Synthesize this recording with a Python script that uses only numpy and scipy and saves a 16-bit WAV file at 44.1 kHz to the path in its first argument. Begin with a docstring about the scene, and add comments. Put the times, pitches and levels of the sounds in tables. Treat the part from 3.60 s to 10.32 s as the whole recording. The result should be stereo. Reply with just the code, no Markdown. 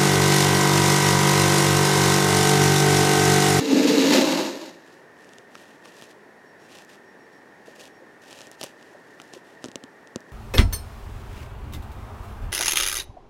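"""Card floor of a toy set in a small room: a small camera is slid across it, droning and hissing.
Then fingers walk a plastic toy dog about: skin and cloth skirt rub, bead necklace ticks, feet tap.
Drag and rubbing are random slip trains through resonances and filters; feet and beads are shaped
clicks plus damped modes; soft nudges are low damped tones. Behind: filtered-noise hush, sine whine."""
import sys
import numpy as np
from scipy import signal
from scipy.fft import rfft, irfft
from scipy.io import wavfile
from scipy.ndimage import uniform_filter1d

SR = 44100
rng = np.random.default_rng(int(sys.argv[2]) if len(sys.argv) > 2 else 0)


def store_pcm(level_fs):
    """Save levels as 16-bit WAV."""
    pcm = np.round(np.clip(level_fs, -1, 1) * 32767).astype(np.int16)
    wavfile.write(sys.argv[1], SR, np.atleast_2d(pcm).T)


N = 296335
T = np.arange(N) / SR


# camera slide, pushed off and slowing to rest: time_s, drone_db, hiss_db
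SLIDE_LEVELS = [(0, -22, -33.5), (.072, -26, -34), (.125, -14.5, -29.5), (.29, -16.5, -27.5),
                (.61, -16, -25), (.67, -21.5, -28.5), (.8, -23, -30), (.98, -37.5, -44), (1.06, -39, -44.5),
                (1.19, -56, -62), (1.36, -62, -67)]
# base catching on the card: start_s, length_s, drone_change_db, hiss_change_db
BASE_CATCHES = [(0.126, 0.039, 2.5, -1.5), (0.267, 0.054, -1, 3), (.517, .065, -2, 5)]
# low floor modes, relative levels: freq_hz, width_hz, slide_start_db, slide_end_db
DRONE_MODES = [(177.6, 7, -11, -2), (222, 17, -15, -1), (256.5, 11, -14, -10), (271.9, 10.6, 3, 1),
               (290.7, 20, -8, 6), (323.4, 29, -44, 4.5), (357, 8.1, -18, -9), (429.6, 11, -4, -26),
               (446, 5.8, 0, -24)]
# upper floor modes, relative levels: freq_hz, width_hz, slide_start_db, slide_end_db
RASP_MODES = [(505.2, 13, 5, 0.5), (528, 19, -16, 2.5), (600, 57, -14.5, -4), (810, 91, -15, -12.5),
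              (879, 54, -13, -8.5), (958, 16, -11.5, -16), (1180, 34, -14.5, -31)]
# hiss spectrum, relative: freq_hz, density_db_per_hz
GRIT_SPECTRUM = [(590, -15.5), (1000, -10.5), (1100, -6.5), (1520, -4.5), (1770, -7), (2280, -1.5),
                 (2740, -2.5), (3230, -4), (3980, 0.5), (4310, -0.5), (6940, -7.5), (9600, -17.5),
                 (12500, -16), (14800, -25), (16000, -37)]
# housing resonances under the grit: freq_hz, width_hz, level_db
HOUSING_MODES = [(1750, 130, 3), (2010, 110, -2.5), (2750, 160, -0.5), (3880, 99, -3.5), (6750, 320, -3)]
# stereo side of the drag: freq_hz, side_re_mid_db
DRAG_SIDE_SPECTRUM = [(200, -55), (700, -20), (1300, -20), (2200, -4), (3000, -11), (4400, -76),
                      (9000, -54)]
RASP_START_DB, RASP_END_DB = -5, 1  # re hiss level
SHUDDER_RMS_DB, SHUDDER_BAND_HZ = 0.84, 28


def camera_drag():
    """Stick-slip of base on card: coarse slips shake floor modes, fine grit hisses."""
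    coarse = slips(per_s=1500, spread_db=1.5)
    drone = cut(floor_modes(coarse, DRONE_MODES), 194, "high", order=5)
    drone = steadied(cut(drone, 485, "low", order=4))
    rasp = cut(floor_modes(coarse, RASP_MODES), 526, "high", order=5)
    rasp = steadied(cut(rasp, 1280, "low"))
    rumble = evened(cut(cut(coarse, 130, "low"), 68, "high", order=5))

    fine = slips(per_s=9000, spread_db=3.0) * amp(1.06 * wander(70))
    grit = evened(through(fine + resonate(fine, HOUSING_MODES), causal(GRIT_SPECTRUM)))

    push = level(SLIDE_LEVELS, index=1) * amp(SHUDDER_RMS_DB * wander(SHUDDER_BAND_HZ))
    hiss = level(SLIDE_LEVELS, index=2)
    for start_s, length_s, drone_db, hiss_db in BASE_CATCHES:
        catch = swell(start_s, length_s, rise=0.25, fall=0.66)
        push = push * amp(drone_db * catch)
        hiss = hiss * amp(hiss_db * catch)

    rasp_db = RASP_START_DB + (RASP_END_DB - RASP_START_DB) * travelled()
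    low = push * (amp(-1.47) * drone + amp(-44) * rumble)
    high = hiss * (amp(rasp_db) * rasp + amp(0.48) * grit)
    mid = cut(low + high, 55, "high")
    # housing shakes the two microphone ports unequally
    scatter = rng.standard_normal(512)
    scattered = through(mid, scatter / np.linalg.norm(scatter))
    side = through(scattered, causal(DRAG_SIDE_SPECTRUM))
    return np.array([mid + side, mid - side])


def floor_modes(x, modes):
    """The spot reached by the camera decides how strongly each mode is shaken."""
    way = travelled()
    gains = [amp(start_db + (end_db - start_db) * way) for _, _, start_db, end_db in modes]
    sound, power = 0, 0
    for gain, (freq_hz, width_hz, _, _) in zip(gains, modes):
        sound = sound + gain * resonate(x, [(freq_hz, width_hz, 0)])
        power = power + gain ** 2 * width_hz
    return sound / np.sqrt(power)


def travelled(cross_s=0.55, span_s=0.038):
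    """Camera crossing from the first part of the floor (0) to the second (1)."""
    return .5 + .5 * np.tanh((T - cross_s) / (2 * span_s))


def swell(start_s, length_s, rise, fall):
    """One catch of the base: builds, holds, lets go; rise and fall are shares of its length."""
    u = (T - start_s) / length_s
    return np.sin(np.pi / 2 * np.clip(np.minimum(u / rise, (1 - u) / fall), 0, 1))


# feet meeting the floor:
# time_s, click_db, click_centre_hz, top_treble_re_click_db, thump_db, knock_db, knock_pitch_factor
FOOT_TAPS = [ (1.9541, -48, 3600, -20, -59, -39, 2.04), (2.257, -50, 4300, -21, -63, -43, 1.9),
             (2.4230, -44, 4400, -10, -48, -42, 1.02), (5.0136, -30.5, 3980, -13, -48, -34, 1),
             (5.0308, -30, 4130, -21, -49, -39.5, 1.56), (5.0370, -30.5, 5000, -8, -40, -34.5, 1.2),
             (5.0420, -36, 6900, -7, -62, -34.5, 0.92), (5.6003, -41, 2700, -27, -47, -41.5, 2),
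             (5.7367, -38, 5260, -27, -46, -40.5, 1.2), (6.0422, -33.5, 4160, -18, -35, -33.5, 0.99),
             (6.0502, -41, 3900, -23, -46, -39.5, 1.06), (6.0582, -40, 5800, -29, -38, -40, 0.63),
             (6.0852, -42, 4400, -21, -39.5, -51, 0.69), (6.1573, -28.5, 5050, -23, -37, -34, 0.89),
             (6.2385, -40.5, 4600, -20, -41, -43.5, 1.04), (6.5595, -30, 5800, -24, -27.5, -31, .85), ]
# hollow toy's knock, before the pitch factor and detune: freq_hz, level_db, t60_s
TOY_KNOCK = [(611, -0.5, 0.027), (795, -6, 0.023), (1230, -3, 0.0068), (1500, 1, 0.0027),
             (2920, -3, 0.0073)]
# card floor flexing under a foot, before detune: freq_hz, level_db, t60_s
FLOOR_THUMP = [(135, -12, 0.034), (263, 0.5, 0.037), (337, 1, 0.026)]


def feet():
    """Each tap: click and knock of the toy, then a thump as the floor gives."""
    out = np.zeros(N)
    for time_s, click_db, centre_hz, top_db, thump_db, knock_db, pitch in FOOT_TAPS:
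        shell = [(hz * pitch, db, t60_s / max(pitch, 1)) for hz, db, t60_s in TOY_KNOCK]
        add(out, time_s, -amp(click_db) * click(centre_hz, top_db))
        add(out, time_s, -amp(knock_db) * burst(ring(shell), .005))
        add(out, time_s + .0009, amp(thump_db) * burst(ring(FLOOR_THUMP), .008))
    return out


# plastic contact spectrum, relative, before tilt: freq_hz, level_db
CLICK_SPECTRUM = [(300, -20), (1000, -16), (1500, -8), (2100, -4.5), (3050, 4), (4200, -1), (5400, 2.5),
                  (7400, 2), (9500, -6.5), (11000, -20), (16000, -28)]


def click(centre_hz, top_db, tilt_db_per_octave=8, chatter=0.13, chatter_s=0.00076, split_hz=10200):
    """Plastic contact with brief decaying chatter: the harder the spot, the brighter."""
    snap = causal(CLICK_SPECTRUM, tilt_db_per_octave * np.log2(centre_hz / 4800))
    t = np.arange(len(snap)) / SR
    force = (t == 0) + chatter * rng.standard_normal(len(t)) * np.exp(-t / chatter_s)
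    x = signal.fftconvolve(force, snap)[:len(t)]
    body = cut(x, split_hz, "low", order=8)
    top = cut(x, split_hz, "high", order=6)
    return burst(body, 0.0018) + amp(top_db) * burst(top, 0.0051)


# beads and fingernails on the plastic: time_s, click_db, centre_hz
BEAD_TICKS = [(1.6455, -51.5, 3500), (1.6918, -50, 3900), (1.7352, -48, 4500), (1.7845, -43, 3800),
              (3.2488, -51, 7000), (4.21, -44.5, 4500), (4.709, -43.5, 5100), (4.7287, -40.5, 4530),
              (4.8073, -40.5, 3900), (4.8164, -40.5, 4800), (4.8702, -44, 5300), (4.9152, -41.5, 7660),
              (5.2274, -49, 3900), (5.6173, -43.5, 6340), (6.1162, -44, 4600), (6.4734, -48, 4560),
              (6.6056, -50.5, 6300)]
TICK_TOP_DB, TICK_TOP_DB_PER_OCTAVE = -20, 16  # top treble re click, at 4800 Hz centre; its slope


def beads():
    """Tiny hard contacts: a click and a very short toy knock."""
    out = np.zeros(N)
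    for time_s, level_db, centre_hz in BEAD_TICKS:
        top_db = TICK_TOP_DB + TICK_TOP_DB_PER_OCTAVE * np.log2(centre_hz / 4800)
        knock = burst(ring(TOY_KNOCK), 0.0027)
        add(out, time_s, amp(level_db) * (click(centre_hz, top_db) + amp(-2) * knock))
    return out


# toy nudged softly against the floor: time_s, level_db, centre_hz (before detune)
SOFT_NUDGES = [(4.078, -37.5, 497), (4.417, -38.5, 380), (5.346, -39.5, 500), (5.762, -35.5, 380)]


def nudges(t60_s=0.032, soft_s=0.0053):
    """Soft contacts swell and ring low, with no click."""
    out = np.zeros(N)
    for time_s, level_db, hz in SOFT_NUDGES:
        tone = ring([(hz, 0, t60_s), (hz * 1.306, -4, t60_s)])
        tone *= 1 - np.exp(-np.arange(len(tone)) / SR / soft_s)
        add(out, time_s + 0.0015, amp(level_db + 0.5) * tone / abs(tone).max())
    return out


# strokes of fingers and cloth on the toy: start_s, length_s, level_db
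RUB_STROKES = [(1.252, 0.16, -63.5), (1.582, 0.21, -62), (1.922, 0.23, -58), (2.242, 0.088, -55),
               (2.35, 0.12, -53.5), (2.489, 0.041, -56.5), (3.002, 0.088, -62), (3.1, 0.12, -51),
               (3.284, 0.075, -54), (3.72, 0.057, -66), (4.06, 0.064, -55), (4.15, .02, -57),
               (4.185, 0.088, -50), (4.617, .02, -58.5), (4.66, .21, -51), (4.92, .03, -60),
               (4.995, 0.097, -49), (5.173, .22, -64), (5.46, 0.13, -67), (5.59, 0.13, -62),
               (5.728, 0.051, -53), (5.843, .12, -62.5), (6.023, 0.063, -57), (6.686, 0.018, -61)]
# rubbing spectrum, relative: freq_hz, density_db_per_hz
RUB_SPECTRUM = [(1350, -64), (2300, -3), (2770, 0), (4440, -2.5), (4890, -2.5), (6090, -3), (12700, -15.5),
                (14400, -21), (16000, -26)]


def rubbing():
    """Skin and cloth shed fine grains and a few snags, heard direct and through the hollow toy."""
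    grains = slips(per_s=5000, spread_db=1.0) * amp(2.16 * wander(63))
    snags = slips(per_s=140, spread_db=3.5)
    friction = evened(grains) + amp(-5.0) * snags
    fizz = evened(through(friction, causal(RUB_SPECTRUM)))
    hollow = evened(through(friction, ring(TOY_KNOCK)))
    strokes = sum(amp(level_db) * stroke(start_s, length_s) for start_s, length_s, level_db in RUB_STROKES)
    return strokes * (fizz + amp(-2.5) * hollow)


def stroke(start_s, length_s, rise=0.12, fall=0.31):
    """A finger gathers speed, holds, eases to a light touch; rise and fall are shares of length."""
    u = (T - start_s) / length_s
    rising, falling = u / rise, (1 - u) / fall
    onset = (1 + rising / np.hypot(1, rising)) / 2
    release = (1 + falling / np.hypot(1, falling)) / 2
    return onset * release


def room(x, t60_s=0.094, size=12000):
    """Short reverberant tail: decaying noise, different on each side."""
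    t = np.arange(size) / SR
    noise = cut(rng.standard_normal((2, size)), 2300, "low", order=1)
    tails = noise * amp(-60 * t / t60_s) * (t > .003)
    return np.array([through(x, tail / np.linalg.norm(tail)) for tail in tails])


# room hush spectrum, relative: freq_hz, density_db_per_hz
HUSH_SPECTRUM = [(20, -37), (50, -24), (100, -12), (160, -4.5), (280, -0.5), (400, 1), (620, -3.5),
                 (900, -5), (1250, -11), (1650, -8), (2200, -16), (3000, -22.5), (6500, -28.5),
                 (10000, -34), (16000, -42)]
# stereo correlation of the hush: freq_hz, left_right_likeness
HUSH_LIKENESS = [(60, 0.61), (130, 0.89), (290, 0.97), (640, 0.89), (1410, 0.94), (3100, 0.9), (6820, 1),
                 (15000, 0.94)]
# narrow whirr in the hush, one row: freq_hz, width_hz, level_db
HUSH_WHIRR = (1829, 153, -60)
HUSH_DB = -51


def hush():
    """Steady room noise, spectrally shaped and partly correlated, with a narrow whirr."""
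    hz = np.fft.rfftfreq(N, 1 / SR)
    mid, side = rfft(rng.standard_normal((2, N)))
    same = np.clip(read(HUSH_LIKENESS, hz), -1, 1)
    pair = np.sqrt(1 + same) * mid + np.array([[1], [-1]]) * np.sqrt(1 - same) * side
    air = evened(irfft(pair * amp(read(HUSH_SPECTRUM, hz)), N))
    whirr_hz, width_hz, whirr_db = HUSH_WHIRR
    whirr = evened(irfft(pair / (1 + ((hz - whirr_hz) / width_hz * 2) ** 2), N))
    return amp(HUSH_DB) * air + amp(whirr_db) * whirr


# camera whine tones, lowest first: freq_hz, rms_db (lowest before swells)
WHINE_TONES = [(5565, -81), (11000, -89), (13000, -90)]
# centres of the lowest tone's swells: time_s
WHINE_SWELL_TIMES = [2.89, 3.02, 3.49, 3.63, 3.76, 4.36]


def whine(swell_db=11, half_swell_s=.033):
    """Thin electronic whine: phase-wandering sines; the lowest swells in short pulses."""
    tones = []
    for hz, level_db in WHINE_TONES:
        phase = 2 * np.pi * hz * T + hz / 9000 * wander(60)
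        tones.append(amp(level_db) * evened(np.sin(phase)))
    low, *high = tones
    pulses = sum(1. * (abs(T - time_s) < half_swell_s) for time_s in WHINE_SWELL_TIMES)
    swelling = uniform_filter1d(pulses, size=300)
    return low * amp(swell_db * swelling) + sum(high)


def slips(per_s, spread_db):
    """Friction: a random train of tiny slips, a few of them large; rms 1."""
    size = amp(spread_db * np.minimum(rng.exponential(1, N), 4))
    sign = rng.choice([-1., 1.], N)
    return evened(size * sign * (rng.random(N) < per_s / SR))


def ring(modes, detune=0.096, size=2048):
    """Damped modes after one blow, each randomly detuned as spots ring differently."""
    t = np.arange(size) / SR
    out = np.zeros(size)
    for hz, level_db, t60_s in modes:
        mode_hz = hz * (1 + detune * rng.standard_normal())
        out += amp(level_db - 60 * t / t60_s) * np.sin(2 * np.pi * mode_hz * t)
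    return out


def resonate(x, modes):
    """Sum of fixed resonances."""
    return sum(amp(db) * signal.lfilter(*signal.iirpeak(hz, hz / width_hz, SR), x)
               for hz, width_hz, db in modes)


def causal(points, tilt_db_per_octave=0, size=2048):
    """Minimum-phase impulse of a given spectrum, tilted above 2 kHz."""
    hz = np.fft.rfftfreq(size, 1 / SR)
    db = read(points, hz) + tilt_db_per_octave * np.log2(np.maximum(hz, 2000) / 2000)
    cepstrum = irfft(np.log(amp(np.maximum(db, -100))))
    # fold the cepstrum to its causal half
    cepstrum[1:size // 2] *= 2
    cepstrum[size // 2 + 1:] = 0
    return irfft(np.exp(rfft(cepstrum)))


def wander(band_hz):
    """Slow random drift of rms 1: noise under a Gaussian low-pass."""
    hz = np.fft.rfftfreq(N, 1 / SR)
    return evened(irfft(rfft(rng.standard_normal(N)) * np.exp(-(hz / band_hz) ** 2), N))


def steadied(x, span_s=0.064):
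    """Flattens slow level changes, leaving surges to the level curves."""
    size = max(int(span_s * SR), 1)
    power = uniform_filter1d(uniform_filter1d(evened(x) ** 2, size), size)
    return evened(x / np.sqrt(abs(power) + 1e-3))


def level(rows, index=1):
    """One dB column of a curve as gain, fading out beyond its ends."""
    rows = np.array(rows)
    outside_s = np.maximum(rows[0, 0] - T, 0) + np.maximum(T - rows[-1, 0], 0)
    return amp(np.interp(T, rows[:, 0], rows[:, index])) * np.exp(-outside_s / 0.059)


def burst(x, span_s):
    """Scales a short sound to the energy of rms 1 held for span_s."""
    return x * np.sqrt(span_s * SR / np.sum(x ** 2))


def evened(x):
    """Scales to rms 1."""
    return x / np.sqrt(np.mean(x ** 2) + 1e-20)


def read(points, hz):
    """Interpolates a spectrum table on a log-frequency axis."""
    f, value = np.transpose(points)
    return np.interp(np.log(hz + 1), np.log(f + 1), value)


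def through(x, impulse):
    """Convolves, cut to N samples."""
    return signal.oaconvolve(x, impulse)[:N]


def cut(x, hz, kind, order=2):
    """Butterworth high-pass or low-pass."""
    return signal.sosfilt(signal.butter(order, hz, kind, fs=SR, output="sos"), x)


def add(mix, time_s, sound):
    """Lays a sound into the mix."""
    part = mix[round(time_s * SR):][:len(sound)]
    part += sound[:len(part)]


def amp(db):
    """Decibels to gain."""
    return 10 ** (np.asarray(db) / 20)


def scene():
    """Everything close and near the middle; the small toy radiates no deep bass."""
    toy = cut(feet() + nudges() + beads() + rubbing(), 110, "high")
    balance = amp([[.15], [-.15]])  # left, right
    return toy + amp(-24) * room(toy) + (camera_drag() + hush()) * balance + whine()


def record(dry, edge_hz=16150):
    """Recorder's band limit: linear-phase low-pass."""
    lowpass = signal.firwin(511, edge_hz, window=("kaiser", 9), fs=SR)
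    return signal.oaconvolve(dry, lowpass[None], "same")


dry = scene()
out = record(dry)
store_pcm(out)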